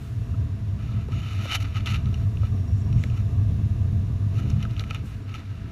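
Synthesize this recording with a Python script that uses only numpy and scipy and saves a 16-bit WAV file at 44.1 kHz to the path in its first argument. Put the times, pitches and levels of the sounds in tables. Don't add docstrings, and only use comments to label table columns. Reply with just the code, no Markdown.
import sys
import numpy as np
from scipy import signal
from scipy.fft import rfft, irfft
from scipy.io import wavfile
from scipy.ndimage import uniform_filter1d

SR = 44100
rng = np.random.default_rng(int(sys.argv[2]) if len(sys.argv) > 2 else 0)


def put_to_file(sound):
    columns = np.atleast_2d(sound).T
    safe = np.clip(columns, -1, 1)
    whole_steps = np.round(safe * 32767)
    wavfile.write(sys.argv[1], SR, whole_steps.astype(np.int16))


N = 251811
T = np.arange(N) / SR
HZ = np.maximum(np.fft.rfftfreq(N, 1 / SR), 1)

# time_s, distance_m
CAMERA_PATH = [(0, 0.7), (.3, 0.27), (.6, 0.42), (1.15, 0.35), (1.5, 0.45), (2.05, 0.26), (2.95, 0.22),
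               (3.2, 0.22), (3.55, 0.2), (3.95, 0.25), (4.17, 0.26), (4.55, 0.23), (5.3, 0.89),
               (5.71, 0.77)]
# frequency_hz, level_db
RUMBLE_TONE = [(10, -40), (28, 7), (45, -11.5), (80, 1.5), (300, -16.5), (1000, -86), (4000, -100)]
# frequency_hz, level_db
YARD_TONE = [(200, -11), (500, -5), (1000, -3.5), (1500, 3), (2000, -1.5), (3000, -7.5), (4200, -9.5),
             (6000, -17.5), (15000, -35)]

# pitch_hz, width_hz, level_db
CASE_RINGS = [(1301, 60.5, 4.5), (2030, 86, -6.5), (2420, 130, -3), (2820, 73, -8.5), (2990, 107, -3.5),
              (3530, 57, -4.5), (4200, 210, -14), (5600, 140, -10.5), (5830, 100, -16.5), (6380, 500, -17),
              (10600, 380, -34), (11300, 480, -22), (13450, 250, -26)]
# frequency_hz, level_db
SKIN_TONE = [(200, -20.5), (600, -18.5), (800, -9), (1030, -18.5), (1290, -11), (1600, -11.5), (2900, -1.5),
             (3280, -20), (3700, -6.5), (5150, -18.5), (6800, -17), (8700, -33.5), (10500, -21.5),
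             (12400, -29), (15500, -35)]
# start_s, length_s, starting_level_db
HAND_STROKES = [(0, 0.089, -61), (0.792, 0.25, -55.5), (1.122, 0.45, -46.5), (1.589, 0.41, -52.5),
                (2.02, 0.22, -56.5), (2.421, 0.044, -51), (2.967, 0.24, -56), (4.368, 0.16, -53),
                (4.702, 0.302, -54.5), (5.051, 0.098, -56), (5.289, 0.12, -51.5), (5.413, 0.36, -59.5)]
# peak_s, level_db, rise_s, fall_s, treble_db
FINGER_SCRAPES = [(1.33, -50, 0.019, 0.027, 5), (1.455, -55, 0.04, .014, 13),
                  (1.523, -29.5, 0.041, 0.018, -7), (1.556, -21.5, 0.015, 0.0054, 0.5),
                  (1.603, -42, 0.0036, 0.021, 2.5), (1.626, -39, .003, .006, 2),
                  (1.655, -39, 0.0094, 0.0062, -11), (1.77, -35.5, 0.015, 0.017, -8),
                  (1.86, -29, .0007, 0.012, -2), (1.873, -25, 0.0065, 0.0098, -11),
                  (1.912, -31.5, 0.018, 0.013, -3), (1.936, -30.5, 0.0011, 0.0059, -7),
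                  (1.944, -30, 0.0065, 0.0084, -7), (1.958, -37.5, .004, 0.015, -6),
                  (3.17, -48.5, 0.0062, 0.0082, 4), (4.398, -44.5, 0.035, 0.009, 0.5),
                  (4.503, -43.5, .005, .009, 3), (4.633, -45, 0.052, 0.016, -7),
                  (4.81, -38, 0.014, .008, -1), (4.955, -42, .03, 0.019, -13),
                  (5.349, -41.5, 0.0084, 0.016, -6)]
# start_s, length_s, first_pitch_hz, last_pitch_hz, level_db
FINGER_SQUEAKS = [(1.113, 0.16, 6400, 7200, -64), (1.132, 0.24, 2950, 2980, -50),
                  (1.479, 0.114, 2930, 3030, -36)]
# peak_s, level_db, rise_s, fall_s, centre_hz, width_hz
SKIN_BRUSHES = [(.02, -60.5, .05, .17, 5470, 14000), (2.25, -70, .15, 0.33, 8000, 12000),
                (2.805, -63, .06, .02, 7100, 1800), (3.01, -60, .04, 0.081, 6700, 2000),
                (5.06, -59, 0.019, 0.084, 6000, 13000)]
# peak_s, level_db, half_width_s
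PALM_DRAGS = [(4.45, -38.5, 0.095), (5.03, -45, 0.055), (5.66, -46.5, 0.033)]
# start_s, peak_db, spot_pitch_hz, sharpness, treble_db, ping_db
CASE_KNOCKS = [(1.807, -33, 2580, 3, -18, -20), (1.8595, -25, 3320, 6.4, -19, -20),
               (2.058, -35, 2960, 3, -8, -13), (2.143, -31, 2780, 3.6, -7, 1),
               (2.3715, -37, 2760, 4.4, -15, -20), (2.928, -35, 2620, 3.5, 4, -23),
               (3.038, -24, 2080, 1.6, 0, -20), (3.1, -36.5, 2520, 7.4, -11, -20),
               (4.502, -31, 5900, 3, -8, -13), (4.628, -28, 2700, 4.5, 1, 1),
               (4.652, -30.5, 1590, 2.1, -2, -9), (4.71, -40, 3900, 1.4, -7, -7),
               (4.766, -32, 2600, 2.4, 0, -6), (4.7956, -23.5, 3800, 3.8, -6, -1),
               (4.839, -29.5, 2410, 3, -20, -15), (4.902, -33, 2780, 3.8, -10, -12),
               (4.908, -21, 2420, 3.3, -15, -10), (4.9469, -22, 2610, 5.7, -2.5, -4),
               (5.342, -28.5, 2550, 4, -9, -3)]
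# start_s, thud_db, thud_pitch_hz, ring_db
PALM_BUMPS = [(0.342, -49, 430, -44.5), (1.086, -35.5, 423, -47.5), (1.455, -35.5, 586, -45),
              (2.072, -56, 430, -41.5), (2.433, -42, 530, -39), (3.039, -41, 455, -43),
              (4.653, -43, 430, -39), (4.796, -44, 430, -43), (4.814, -46, 430, -41),
              (4.909, -43, 430, -36.5), (4.951, -46, 430, -50), (5.345, -54, 430, -42)]

# frequency_hz, level_db
JET_TONE = [(600, -2.5), (1100, -2.5), (1400, -8.5), (1650, 0.5), (1900, -4.5), (2450, -5), (2700, 1),
            (3200, -8.5), (3650, -3.5), (4400, -11), (6900, -10.5), (8100, -20), (11200, -15), (12500, -22),
            (15500, -22)]
# frequency_hz, level_db
FLUTTER_TONE = [(100, -46.5), (190, -19.5), (230, 1.5), (280, -1.5), (345, -10), (430, -8.5), (540, -20),
                (720, -20), (850, -27), (1150, -19), (1350, -40.5), (3000, -51), (12000, -101)]
# pitch_hz, width_hz, level_db
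FLUTTER_RINGS = [(668.2, 18.7, -6), (973, 16, -14), (1203, 35, -14.5)]
# frequency_hz, level_db
FLAME_TONE = [(10, -34.5), (30, -29), (45, -12), (60, -8.5), (75, -4), (100, -11), (125, -11), (142, -12.5),
              (168, -16.5), (188, -28), (218, -27.5), (270, -33), (400, -57), (3000, -110)]
# pitch_hz, width_hz, level_db
CHAMBER_RINGS = [(98.57, 11.1, 4), (116.95, 9.5, -2), (204.9, 9.5, -11.5)]
# time_s, change_db
FLAME_SURGES = [(.11, -2.5), (.26, -8), (.33, 2), (1.54, -7.5), (2.58, -4), (2.96, 4.5), (3.17, -11.5),
                (3.5, 2.5), (3.68, -5), (3.929, 7), (4.19, -8), (4.57, 3.5)]


def undb(db):
    return 10 ** (np.asarray(db) / 20)


def unit(x):
    return x / np.sqrt(np.mean(x ** 2))


def causal(gain):
    cepstrum = irfft(np.log(gain + 1e-9), N)
    cepstrum[1:N // 2] *= 2
    cepstrum[N // 2 + 1:] = 0
    return np.exp(rfft(cepstrum))


def tone(points):
    hz, db = np.transpose(points)
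    return causal(undb(np.interp(np.log(HZ), np.log(hz), db)))


def resonances(rings):
    return sum(undb(db) / (1 + 1j * (HZ ** 2 - hz ** 2) / (HZ * width)) for hz, width, db in rings)


def through(x, response):
    return irfft(rfft(x) * response, N)


def noise(response):
    return through(rng.standard_normal(N), response)


def band(hz, width_hz):
    return unit(noise(resonances([(hz, width_hz, 0)]) ** 2))


def wander(changes_per_s):
    return unit(noise(np.exp(-(HZ / changes_per_s) ** 2)))


def flare(peak_s, rise_s, fall_s):
    return np.exp(-np.maximum((peak_s - T) / rise_s, (T - peak_s) / fall_s))


def swell(peak_s, half_width_s):
    return np.exp(-((T - peak_s) / half_width_s) ** 2)


def nearness(falloff=1, closest_m=0.2):
    return (closest_m / np.interp(T, *np.transpose(CAMERA_PATH))) ** falloff


def outdoors(rumble_db=-46, hiss_db=-61.5):
    hiss = undb(hiss_db) * unit(noise(tone(YARD_TONE))) / nearness(falloff=0.38)
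    return undb(rumble_db) * unit(noise(tone(RUMBLE_TONE))) + hiss


def plastic_case(shell_db):
    ring_power = sum(undb(db) ** 2 * np.abs(resonances([(hz, 2 * width, 0)])) ** 4
                     for hz, width, db in CASE_RINGS)
    shell_power = np.abs(undb(shell_db) * tone(SKIN_TONE)) ** 2
    return causal(np.sqrt(ring_power + shell_power))


def hand_speed(resting_db=-79, rise_s=0.012, fall_s=0.013, growth_db_per_s=7):
    speed = undb(resting_db)
    for start_s, length_s, db in HAND_STROKES:
        age = T - start_s
        fade = np.exp(np.minimum(age, 0) / rise_s - np.maximum(age - length_s, 0) / fall_s)
        speed = np.hypot(speed, fade * undb(db + growth_db_per_s * np.clip(age, 0, length_s)))
    return speed


def creaks(ticks_per_s=22, tick_db=7, firm_db=-52, thin_hz=5000):
    ticks = rng.random(N) * (rng.random(N) < ticks_per_s / SR)
    ring = plastic_case(shell_db=-24) / (1 - 1j * thin_hz / HZ) ** 2
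    strain = np.minimum(hand_speed(), undb(firm_db))
    return undb(tick_db) * through(ticks * strain, ring / np.abs(irfft(ring, N)).max())


def brushing(palm_hz=265, palm_width_hz=130):
    skin = sum(undb(db) * flare(peak_s, rise_s, fall_s) * band(hz, width_hz)
               for peak_s, db, rise_s, fall_s, hz, width_hz in SKIN_BRUSHES)
    drag = sum(undb(db) * swell(peak_s, half_width_s) for peak_s, db, half_width_s in PALM_DRAGS)
    return skin + drag * band(palm_hz, palm_width_hz)


def squeaks(spread_hz=130):
    out = np.zeros(N)
    wobble_a, wobble_b = wander(spread_hz), wander(spread_hz)
    for start_s, length_s, first_hz, last_hz, db in FINGER_SQUEAKS:
        progress = np.clip((T - start_s) / length_s, 0, 1)
        phase = 2 * np.pi * np.cumsum(first_hz + (last_hz - first_hz) * progress) / SR
        rough_note = wobble_a * np.cos(phase) + wobble_b * np.sin(phase)
        out += undb(db) * np.sin(np.pi * progress) * rough_note
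    return out


def rubbing(slips_per_s=3000, scatter_db=2.5, treble_hz=4800, pad_hz=1800, pad_db=-5, firm_db=-44):
    speed = hand_speed()
    treble_level = speed * undb(-5)
    for peak_s, db, rise_s, fall_s, treble_db in FINGER_SCRAPES:
        scrape = undb(db) * flare(peak_s, rise_s, fall_s)
        speed = np.hypot(speed, scrape)
        treble_level = np.hypot(treble_level, scrape * undb(treble_db))
    sizes = undb(scatter_db * np.minimum(rng.exponential(size=N), 5))
    signs = np.sign(rng.standard_normal(N))
    slips = sizes * signs * (rng.random(N) < slips_per_s / SR)
    case = plastic_case(shell_db=0)
    rasp = unit(through(slips, case))
    dull = through(rasp, 1 / (1 + (HZ / treble_hz) ** 4))
    rasp = dull * speed + (rasp - dull) * treble_level
    pad_level = speed / np.hypot(1, speed / undb(firm_db))
    pad = unit(noise(case / (1 + (HZ / pad_hz) ** 4))) * pad_level
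    uneven = undb(1.3 * wander(50))
    return (undb(-0.02) * rasp + undb(pad_db) * pad) * uneven


def bumps(width_hz=280, decay_s=0.0077):
    out = np.zeros(N)
    lowest_hz = CASE_RINGS[0][0]
    for start_s, thud_db, hz, ring_db in PALM_BUMPS:
        age = np.maximum(T - start_s, 0)
        thud = undb(thud_db) * band(hz, width_hz)
        ring = undb(ring_db) * np.sqrt(2) * np.sin(2 * np.pi * lowest_hz * age)
        out += (age > 0) * np.exp(-age / decay_s) * (thud + ring)
    return out


def knocks(crunch_s=0.0017, spot_db=2, treble_hz=4400, ping_hz=5680, ping_width_hz=90):
    out, size = np.zeros(N), 4096
    ring = irfft(plastic_case(shell_db=-1), N)[:size]
    ping = irfft(resonances([(ping_hz, ping_width_hz, 0)]), N)[:size]
    treble_filter = signal.butter(2, treble_hz, "high", fs=SR)
    for start_s, db, hz, sharpness, treble_db, ping_db in CASE_KNOCKS:
        push = 0.2 * rng.standard_normal(size) * np.exp(-T[:size] / crunch_s)
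        push[0] += 1
        spot = irfft(resonances([(hz, 2 * hz / sharpness, 0)]) ** 3, N)[:size]
        hit = signal.fftconvolve(push, unit(ring) + undb(spot_db) * unit(spot))[:size]
        hit = hit + (undb(treble_db) - 1) * signal.filtfilt(*treble_filter, hit, padtype=None)
        hit = unit(hit) + undb(ping_db - 10) * unit(ping)
        start = int(start_s * SR)
        out[start:start + size] += (undb(db) * hit / np.abs(hit).max())[:N - start]
    return out


def gas_jet(hiss_db=-56, waver_db=0.2, whistle_db=-75.5, whistle_hz=5590, swell_db=10):
    hiss = unit(noise(tone(JET_TONE))) * undb(hiss_db + waver_db * wander(7.5))
    whistle_level = undb(whistle_db + swell_db * swell(peak_s=2.76, half_width_s=0.48))
    whistle = band(whistle_hz, width_hz=120) * whistle_level
    return hiss * nearness(falloff=0.5) + whistle * nearness(falloff=0.15)


def small_flames(level_db=-43.5, flicker_db=1.26):
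    ringing = noise(resonances(FLUTTER_RINGS) / (1 + (HZ / 1500) ** 4))
    flutter = unit(noise(tone(FLUTTER_TONE)) + ringing) * undb(flicker_db * wander(14))
    return undb(level_db) * flutter * nearness(falloff=0.52)


def burner(level_db=-20.5, swing_limit=2.8):
    boom = noise(tone(FLAME_TONE))
    for hz, width_hz, db in CHAMBER_RINGS:
        boom = boom + undb(db) * noise(resonances([(hz, 1.24 * width_hz, 0)]) ** 2)
    average_power = uniform_filter1d(boom ** 2, size=SR // 4)
    boom = unit(boom / np.sqrt(average_power))
    swing = uniform_filter1d(np.abs(signal.hilbert(boom)), size=SR // 50)
    boom = unit(boom / (1 + (swing / swing_limit) ** 4) ** .25)
    surge_db = sum(db * swell(time_s, half_width_s=0.019) for time_s, db in FLAME_SURGES)
    return undb(level_db + surge_db) * boom * nearness()


def scene():
    handling = rubbing() + squeaks() + brushing() + creaks() + knocks() + bumps()
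    heater = burner() + small_flames() + gas_jet()
    return (heater + outdoors() + handling)[None]


def record(dry):
    top_hz = 15250
    return signal.sosfilt(signal.ellip(10, .2, 80, top_hz, fs=SR, output="sos"), dry)


dry = scene()
out = record(dry)
put_to_file(out)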